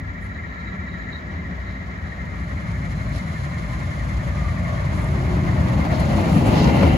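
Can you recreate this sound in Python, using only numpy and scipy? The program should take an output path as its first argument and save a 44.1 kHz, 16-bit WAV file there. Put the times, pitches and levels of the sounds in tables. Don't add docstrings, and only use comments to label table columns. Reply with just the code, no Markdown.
import sys
import numpy as np
from scipy import signal
from scipy.fft import irfft, next_fast_len
from scipy.io import wavfile
from scipy.ndimage import uniform_filter1d

SR = 44100
rng = np.random.default_rng(int(sys.argv[2]) if len(sys.argv) > 2 else 0)


def file_out(sig):
    cols = np.atleast_2d(sig).T
    lim = np.clip(cols, -1, 1)
    pcm = np.round(lim * 32767).astype(np.int16)
    wavfile.write(sys.argv[1], SR, pcm)


N = 307377
TIME = np.arange(N) / SR
FFT_SIZE = next_fast_len(N, real=True)
HZ = np.maximum(np.fft.rfftfreq(FFT_SIZE, 1 / SR), 1)
LEFT_RIGHT = np.array([[.5], [-.5]])


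def from_db(db):
    return 10 ** (np.asarray(db) / 20)


def in_time(rows):
    time_s, *columns = np.transpose(rows)
    return [np.interp(TIME, time_s, column) for column in columns]


def over_hz(points):
    hz, values = np.transpose(points)
    return np.interp(np.log(HZ), np.log(hz), values)


def resonances(modes):
    peaks = (from_db(db) / (1 + 2 * ((HZ - hz) / width) ** 2) for hz, width, db in modes)
    return np.sqrt(sum(peak ** 2 for peak in peaks))


def band(centre_hz, width_hz):
    return resonances([(centre_hz, width_hz, 0)]) ** 2


def drift(rate_hz, span=slice(None)):
    count = int(N / SR * rate_hz * 2) + 4
    slow = signal.resample(rng.standard_normal(count), count * 16)
    return np.interp(TIME[span], np.linspace(0, N / SR, len(slow)), slow)


def swell(peak_s, length_s, span=slice(None)):
    return np.exp(-2 * np.minimum(((TIME[span] - peak_s) / length_s) ** 2, 20))


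def blend(share, first, second):
    return np.sqrt(1 - share) * first + np.sqrt(share) * second


def steady(x, span_s):
    return x / np.sqrt(uniform_filter1d(x.mean(0) ** 2, int(span_s * SR)) + 1e-9)


def within(ahead_m, at_m, soft_m):
    return .5 - .5 * np.tanh((ahead_m - at_m) / soft_m / 2)


def spreading(ahead_m, passing_db, fall_db, closest_m):
    return from_db(passing_db - fall_db * np.log2(np.hypot(ahead_m / closest_m, 1)))


def microphones():
    # frequency_hz, correlation
    likeness = [(50, .97), (200, .96), (370, .7), (500, .35), (850, .1), (1050, .25), (1300, -.6),
                (1400, -.88), (1520, -.35), (1760, -.5), (1950, .1), (2100, .6), (2400, .65), (3100, -.15),
                (4400, .4), (5400, -.2), (6500, .76), (7500, .03), (7950, -.97), (9200, -.97), (9900, .61),
                (12000, .65), (12800, -.97), (14300, -.97), (15200, -.4)]
    # frequency_hz, left_minus_right_db
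    balance = [(60, 1.9), (200, 1.5), (500, 2), (1000, .8), (2000, 1.8), (4000, -1.5), (8000, 0)]
    alike = np.clip(over_hz(likeness), -.97, .99)
    return np.sqrt(1 + alike), np.sqrt(1 - alike), from_db(over_hz(balance) * LEFT_RIGHT)


def all_around(pair):
    return 1, 1, pair[2]


def coloured(gain, pair):
    mid_gain, side_gain, balance = pair
    mid, side = rng.standard_normal((2, 2 * len(HZ))).view(complex)
    spectrum = mid_gain * mid + side_gain * side * [[1], [-1]]
    return irfft(gain * balance * spectrum, FFT_SIZE)[:, :N]


def noise(gain, pair):
    x = coloured(gain, pair)
    return x / np.std(x.mean(0))


def rubs(events, colour, pair, attack_share=1 / 3):
    pressure = sum(from_db(db) * swell(peak_s, length_s * np.where(TIME < peak_s, attack_share, 1))
                   for peak_s, length_s, db in events)
    return pressure * noise(colour, pair)


def tone(hz, peak_s, length_s, roughness, waver_hz=9, smear_hz=42, stereo_spread=.4):
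    out = np.zeros((2, N))
    span = np.abs(TIME - peak_s) < 2 * length_s
    pitch_hz = np.broadcast_to(hz, N)[span] + waver_hz / 2 * drift(waver_hz, span)
    phase = 2 * np.pi * np.cumsum(pitch_hz) / SR
    shared, left, right = [drift(smear_hz, span) * np.cos(phase) + drift(smear_hz, span) * np.sin(phase)
                           for _ in range(3)]
    smear = blend(stereo_spread, shared, np.array([left, right])) / np.sqrt(2)
    out[:, span] = swell(peak_s, length_s, span) * blend(roughness, np.cos(phase), smear)
    return out


def faint_hiss(pair, level_db=-77):
    return from_db(level_db) * noise(resonances([(15000, 1800, 0)]), pair)


def street(pair, level_db=-52):
    # frequency_hz, gain_db
    spectrum = [(200, -4), (500, 0), (900, -1.5), (1300, -4.5), (2000, -7), (4000, -24), (8000, -64)]
    return from_db(level_db) * noise(from_db(over_hz(spectrum)), all_around(pair))


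def pantograph(nearness, pair, trim_db=2, chatter_db=1.5, air_cut_hz=6500, air_db=-9):
    # frequency_hz, gain_db
    spectrum = [(2000, -21), (3000, 7.5), (4800, 3), (5800, 0.5), (6900, 2), (7900, -2), (10200, -4),
                (12100, -11.5), (13000, -19), (15500, -15)]
    # time_s, level_db
    fader = [(0.0, -65.5), (2.23, -62), (3.16, -55.5), (4.74, -55), (5.86, -54), (6.13, -49), (6.56, -48.5),
             (6.97, -53)]
    colour = from_db(over_hz(spectrum))
    air = from_db(air_db / (1 + (air_cut_hz / HZ) ** 8))
    hiss = blend(nearness, noise(colour * air, pair), noise(colour, pair))
    return hiss * from_db(in_time(fader)[0] + trim_db + chatter_db * drift(30))


def flange_squeaks(nearness, pair, rasp_db=1.8):
    # peak_s, length_s, level_db
    touches = [(.35, .05, -56), (.52, .2, -61), (.6, .04, -57), (.68, .07, -58), (.9, .4, -61),
               (1.135, .06, -48.5), (1.37, .12, -62), (1.67, .22, -59), (2.09, .1, -61), (3.1, 1, -61),
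               (6.005, .075, -47)]
    # pitch_hz, width_hz, gain_db
    rail_modes = [(3845, 65, 0), (4050, 100, -7), (4280, 100, -13)]
    wheel_modes = [(4110, 120, 0)]
    far = rubs(touches, resonances(rail_modes), pair)
    near = rubs(touches, resonances(wheel_modes), pair)
    return blend(nearness, far, near) * from_db(rasp_db * drift(45))


def gritty_rubs(pair, grit_db=2.5, grind_peak_s=6.98, grind_length_s=2.9, grind_db=-39):
    # peak_s, length_s, level_db
    scrapes = [(3.155, 0.061, -48), (5.945, 0.05, -46), (6.0, .02, -47), (6.585, 0.15, -37),
               (6.8, 0.13, -45)]
    sizzles = [(.23, 0.094, -66.5), (3.16, 0.054, -56), (4.98, 0.22, -58.5), (6.0, .02, -47.5),
               (6.335, 0.096, -50), (6.46, 0.055, -49)]
    # pitch_hz, width_hz, gain_db
    grind_modes = [(2086, 90, -0.5), (2330, 110, -3), (2755, 170, 1), (3050, 140, -2)]
    scrape = rubs(scrapes, band(centre_hz=4130, width_hz=3600), pair)
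    sizzle = rubs(sizzles, band(centre_hz=8800, width_hz=5400), pair)
    grind = rubs([(grind_peak_s, grind_length_s, grind_db)], resonances(grind_modes), pair)
    return (scrape + sizzle + grind) * from_db(grit_db * drift(120))


def drive_tones():
    # peak_s, length_s, pitch_hz, level_db, roughness (0-1)
    notes = [(4.37, .06, 1215, -40, .7), (4.47, .07, 1200, -36.5, .7), (4.57, .05, 1195, -40, .7),
             (4.7, .14, 1115, -42, .5), (5.03, .12, 1195, -41, .5), (5.6, 1.3, 1102, -48.5, .25),
             (6.12, .17, 551, -34, .1), (6.4, .14, 1210, -37.5, .3), (6.83, .25, 549, -32, .1)]
    return sum(from_db(db) * tone(hz, s, length, rough) for s, length, hz, db, rough in notes)


def gear_whines(turns_per_s):
    # peak_s, length_s, cycles_per_turn, level_db, roughness (0-1)
    whines = [(3.15, .4, 110, -46, .9), (3.52, .2, 190, -48, .7), (3.78, .12, 189.2, -44, .35),
              (3.7, .35, 112, -47, .9), (4.05, .15, 197, -47, .7), (4.3, .2, 111, -41.5, .5),
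              (4.72, .2, 127.5, -40, .8), (4.72, .2, 114, -41, .8), (5.06, .22, 128, -39, .8),
              (5.33, .45, 74.2, -33, .6), (5.55, .3, 208, -43, .6), (5.7, .9, 189.2, -46, .6),
              (5.93, .16, 133, -33, .4), (6.62, .16, 94.6, -26.5, .1), (6.63, .33, 190, -32.5, .2),
              (6.62, .2, 221, -38, .3)]
    return sum(from_db(db) * tone(cycles * turns_per_s, s, length, rough)
               for s, length, cycles, db, rough in whines)


def bogie_knocks(left_db=3.5, uneven_db=2, pivot_hz=200):
    # start_s, level_db, hardness_db_per_octave
    jolts = [(5.368, -21, -4), (6.205, -19, -2), (6.357, -8, -8), (6.425, -17, 0), (6.459, -17, 0),
             (6.565, -14, -5), (6.615, -14, -2), (6.722, -17, 0), (6.832, -15, 4)]
    # pitch_hz, gain_db, t60_s
    frame_modes = [(164, -1.5, 0.19), (209, -1.5, 0.14), (280, -4, 0.18), (350, -39, 0.082),
                   (544, -2, 0.032), (673, -12, 0.068), (1000, -11, 0.045)]
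    start_s, jolt_db, hardness = np.transpose(jolts)
    polarity, size = rng.standard_normal((2, len(frame_modes), len(jolts)))
    strengths = np.sign(polarity) * from_db(uneven_db * size)
    out = np.zeros(N)
    for (hz, db, t60_s), strength in zip(frame_modes, strengths):
        tilt_db = hardness * np.log2(hz / pivot_hz)
        clicks = np.full(N, 1e-18)
        clicks[(start_s * SR).astype(int)] = from_db(jolt_db + db + tilt_db) * strength
        decay, angle = from_db(-60 / (t60_s * SR)), 2 * np.pi * hz / SR
        out += signal.lfilter([0, np.sin(angle)], [1, -2 * decay * np.cos(angle), decay ** 2], clicks)
    return out * from_db(left_db * LEFT_RIGHT)


def rail_chirps(turns, length_s=.042, fall_hz_per_s=3400, jitter_s=.008, scatter_hz=45, uneven_db=1.6):
    # time_s, pitch_hz, level_db
    contour = [(0, 1930, -46), (.55, 1910, -41.5), (1.3, 1900, -41.5), (1.9, 1880, -43), (2.4, 1850, -44.5),
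               (3.3, 1820, -43), (4.2, 1830, -43), (5, 1840, -43.5), (5.7, 1900, -41.5), (6.1, 1900, -40),
               (6.4, 1950, -50)]
    pitch_hz, level_db = in_time(contour)
    beats = np.flatnonzero(np.diff(np.floor(2 * turns)))
    reach = int(2 * length_s * SR)
    out = np.zeros((2, N))
    for at in beats[TIME[beats] < contour[-1][0]]:
        detune, size, start_cycles, skew, late, steep = rng.standard_normal(6)
        span = slice(max(at - reach, 0), at + reach)
        t = TIME[span] - TIME[at] - jitter_s * late
        fall = fall_hz_per_s * (1 + .35 * steep)
        cycles = (pitch_hz[at] + scatter_hz * detune) * t - fall * t ** 2 / 2 + start_cycles
        envelope = from_db(level_db[at] + uneven_db * size) * np.exp(-2 * (t / length_s) ** 2)
        out[:, span] += envelope * np.cos(2 * np.pi * cycles + 2 * skew * LEFT_RIGHT)
    return out


def steel_ring(modes, turns, depth, pair, lag_turns, wander_turns=.025, centre_hz=1700, uneven_db=1.23):
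    out = 0
    for hz, width, db, throb_db in modes:
        late = lag_turns * (np.sqrt(centre_hz / hz) - 1)
        wander = wander_turns * drift(5)
        throb = from_db(depth * throb_db * np.cos(4 * np.pi * (turns - late + wander)))
        throb /= np.sqrt(np.mean(throb ** 2))
        out = out + throb * coloured(resonances([(hz, width, db)]), pair)
    return out / np.std(out.mean(0)) * from_db(uneven_db * drift(25))


def singing_steel(turns, ahead_m, nearness, pair, rail_db=1.0, wheel_db=.57):
    # pitch_hz, width_hz, gain_db, throb_db
    rail_modes = [(1305, 56, -1.5, -2), (1357, 36, 8.5, 2), (1715, 93, 5.5, 0), (1890, 117, 7.5, 4),
                  (2076, 47, 7, -1.5), (2287, 110, -2.5, -1), (3920, 70, -12, -5), (6900, 400, -25.5, -0.5)]
    wheel_modes = [(1225, 70, -3, 1), (1375, 45, 2, 2.5), (1710, 70, -2.5, 3), (1825, 70, .5, 5),
                   (1965, 70, .5, 3), (2110, 70, 1, 2.2), (2250, 190, -7.5, 2.2), (4100, 190, -19.5, 0),
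                   (6900, 600, -28.5, 0)]
    # time_s, level_db
    fader = [(0.0, -43.5), (0.45, -43.5), (.6, -42), (1.05, -42), (1.45, -44), (2.1, -44), (3.6, -43),
             (6.1, -41.5), (6.5, -42), (6.56, -39), (6.97, -36.5)]
    depth = 1 - within(ahead_m, at_m=2, soft_m=2)
    rails = from_db(rail_db) * steel_ring(rail_modes, turns, depth, pair, lag_turns=.66)
    wheels = from_db(wheel_db) * steel_ring(wheel_modes, turns, depth, pair, lag_turns=.22)
    return from_db(in_time(fader)[0]) * blend(nearness, rails, wheels)


def left_leads(radians):
    midrange = np.exp(-np.log2(HZ / 650) ** 2 / 2)
    return np.exp(1j * radians * midrange * LEFT_RIGHT)


def wall_echo(x, ahead_m, track_m=2.65, wall_m=1.5, echo_gain=.56, sound_m_per_s=343):
    detour_m = np.hypot(ahead_m, track_m + 2 * wall_m) - np.hypot(ahead_m, track_m)
    echo = np.array([np.interp(TIME - detour_m / sound_m_per_s, TIME, side) for side in x])
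    return (x + echo_gain * echo) / np.hypot(1, echo_gain)


def rolling_roar(ahead_m, close_share, pair, far_db=2, near_db=4, left_db=2.2, flutter_db=1.26):
    # frequency_hz, gain_db
    far_spectrum = [(150, 2), (290, 4), (440, -8.5), (610, 3.5), (850, -6.5), (1080, -1.5), (1520, -5),
                    (2500, -15.5), (3200, -20), (4500, -27.5), (6000, -29), (15000, -86)]
    near_spectrum = [(130, 5), (270, 8), (450, -3), (620, 5.5), (900, 0.5), (1400, -13), (1850, -21),
                     (2400, -13), (3500, -22), (4300, -20), (6000, -31), (15000, -34.5)]
    far = from_db(far_db) * noise(from_db(over_hz(far_spectrum)) * left_leads(-.7), pair)
    leftward = from_db(left_db * LEFT_RIGHT) * left_leads(.6)
    near = from_db(near_db) * noise(from_db(over_hz(near_spectrum)) * leftward, pair)
    roar = blend(close_share, far, wall_echo(near, ahead_m)) * from_db(flutter_db * drift(18))
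    return roar * spreading(ahead_m, passing_db=-26, fall_db=5.1, closest_m=5.26)


def bogie_roar(ahead_m, pair, surge_db=3.5):
    # pitch_hz, width_hz, gain_db
    modes = [(209, 45, -4), (310, 97, -9), (504, 110, -2.5), (824, 150, -13), (1410, 110, -16)]
    roar = from_db(surge_db * drift(11)) * noise(resonances(modes), all_around(pair))
    return roar * spreading(ahead_m, passing_db=-30.5, fall_db=15.6, closest_m=4.7)


def ground_boom(ahead_m, pair):
    # pitch_hz, width_hz, gain_db
    modes = [(59.6, 7.3, 4.5), (75, 17, 0.5), (86.6, 36, -1)]
    # time_s, gain_db
    swells = [(0, 3.5), (.6, -1.5), (.9, 0.5), (1.2, -3.5), (1.4, 2), (1.9, -1), (3.1, 2), (3.35, -2.5),
              (3.6, -1), (3.98, 0), (4.2, 2.5), (4.5, 3), (4.7, -1), (5.3, 1), (5.65, 0), (6.0, -1.5),
              (6.55, -3), (6.75, 3)]
    boom = from_db(in_time(swells)[0]) * steady(noise(resonances(modes), pair), span_s=.19)
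    return boom * spreading(ahead_m, passing_db=-21, fall_db=4.57, closest_m=12.45)


def body_drone(ahead_m, nearness, close_share, pair):
    # pitch_hz, width_hz, gain_db
    far_modes = [(179, 45, -1.5), (253.4, 29, -9), (374, 106, -20.5)]
    near_modes = [(124, 46, 0), (168, 48, -2.5), (235, 50, -15)]
    close_modes = [(122, 21, -15.5), (188, 94, -1.5), (234, 12, -9), (323, 31, -9)]
    # time_s, gain_db
    roughness = [(0.0, -0.5), (0.61, -4), (0.73, 2), (1.22, -3), (1.47, 2), (1.59, -3), (2.08, -4),
                 (2.81, 3), (3.91, -1), (4.52, 0), (4.77, -1), (5.62, 0.5), (5.99, -2.5), (6.36, -1.5),
                 (6.97, -0.5)]
    far, near, close = [noise(resonances(modes), pair) for modes in (far_modes, near_modes, close_modes)]
    alongside = close_share ** 3
    body = blend(alongside, blend(nearness, far, near), close)
    drone = from_db(in_time(roughness)[0]) * steady(body, span_s=.17)
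    return drone * spreading(ahead_m, passing_db=-16, fall_db=5.83, closest_m=7.3)


def scene(wheel_round_m=2.1, bogie_passes_s=6.7, start_turns=-.16, thump_db=.14):
    # time_s, throb_hz (two throbs to a wheel turn)
    speed = [(0, 14.3), (2.2, 13.25), (2.9, 11.47), (6.97, 8.54)]
    turns_per_s = in_time(speed)[0] / 2
    turns = np.cumsum(turns_per_s) / SR + start_turns
    ahead_m = wheel_round_m * (np.interp(bogie_passes_s, TIME, turns) - turns)
    nearness = within(ahead_m, at_m=47.7, soft_m=3.1)
    close_share = within(ahead_m, at_m=10, soft_m=5.7)
    pair = microphones()
    background = faint_hiss(pair) + street(pair)
    friction = pantograph(nearness, pair) + flange_squeaks(nearness, pair) + gritty_rubs(pair)
    machinery = drive_tones() + gear_whines(turns_per_s) + bogie_knocks()
    steel = rail_chirps(turns) + singing_steel(turns, ahead_m, nearness, pair)
    roar = rolling_roar(ahead_m, close_share, pair) + bogie_roar(ahead_m, pair)
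    rumble = ground_boom(ahead_m, pair) + body_drone(ahead_m, nearness, close_share, pair)
    thump = from_db(thump_db * np.cos(2 * np.pi * (turns - .51)))
    return background + friction + machinery + steel + roar + rumble * thump


def record(dry, low_cut_hz=45, high_cut_hz=15800):
    lean = signal.sosfilt(signal.butter(6, low_cut_hz, "high", fs=SR, output="sos"), dry)
    return signal.sosfilt(signal.ellip(10, .2, 90, high_cut_hz, fs=SR, output="sos"), lean)


dry = scene()
out = record(dry)
file_out(out)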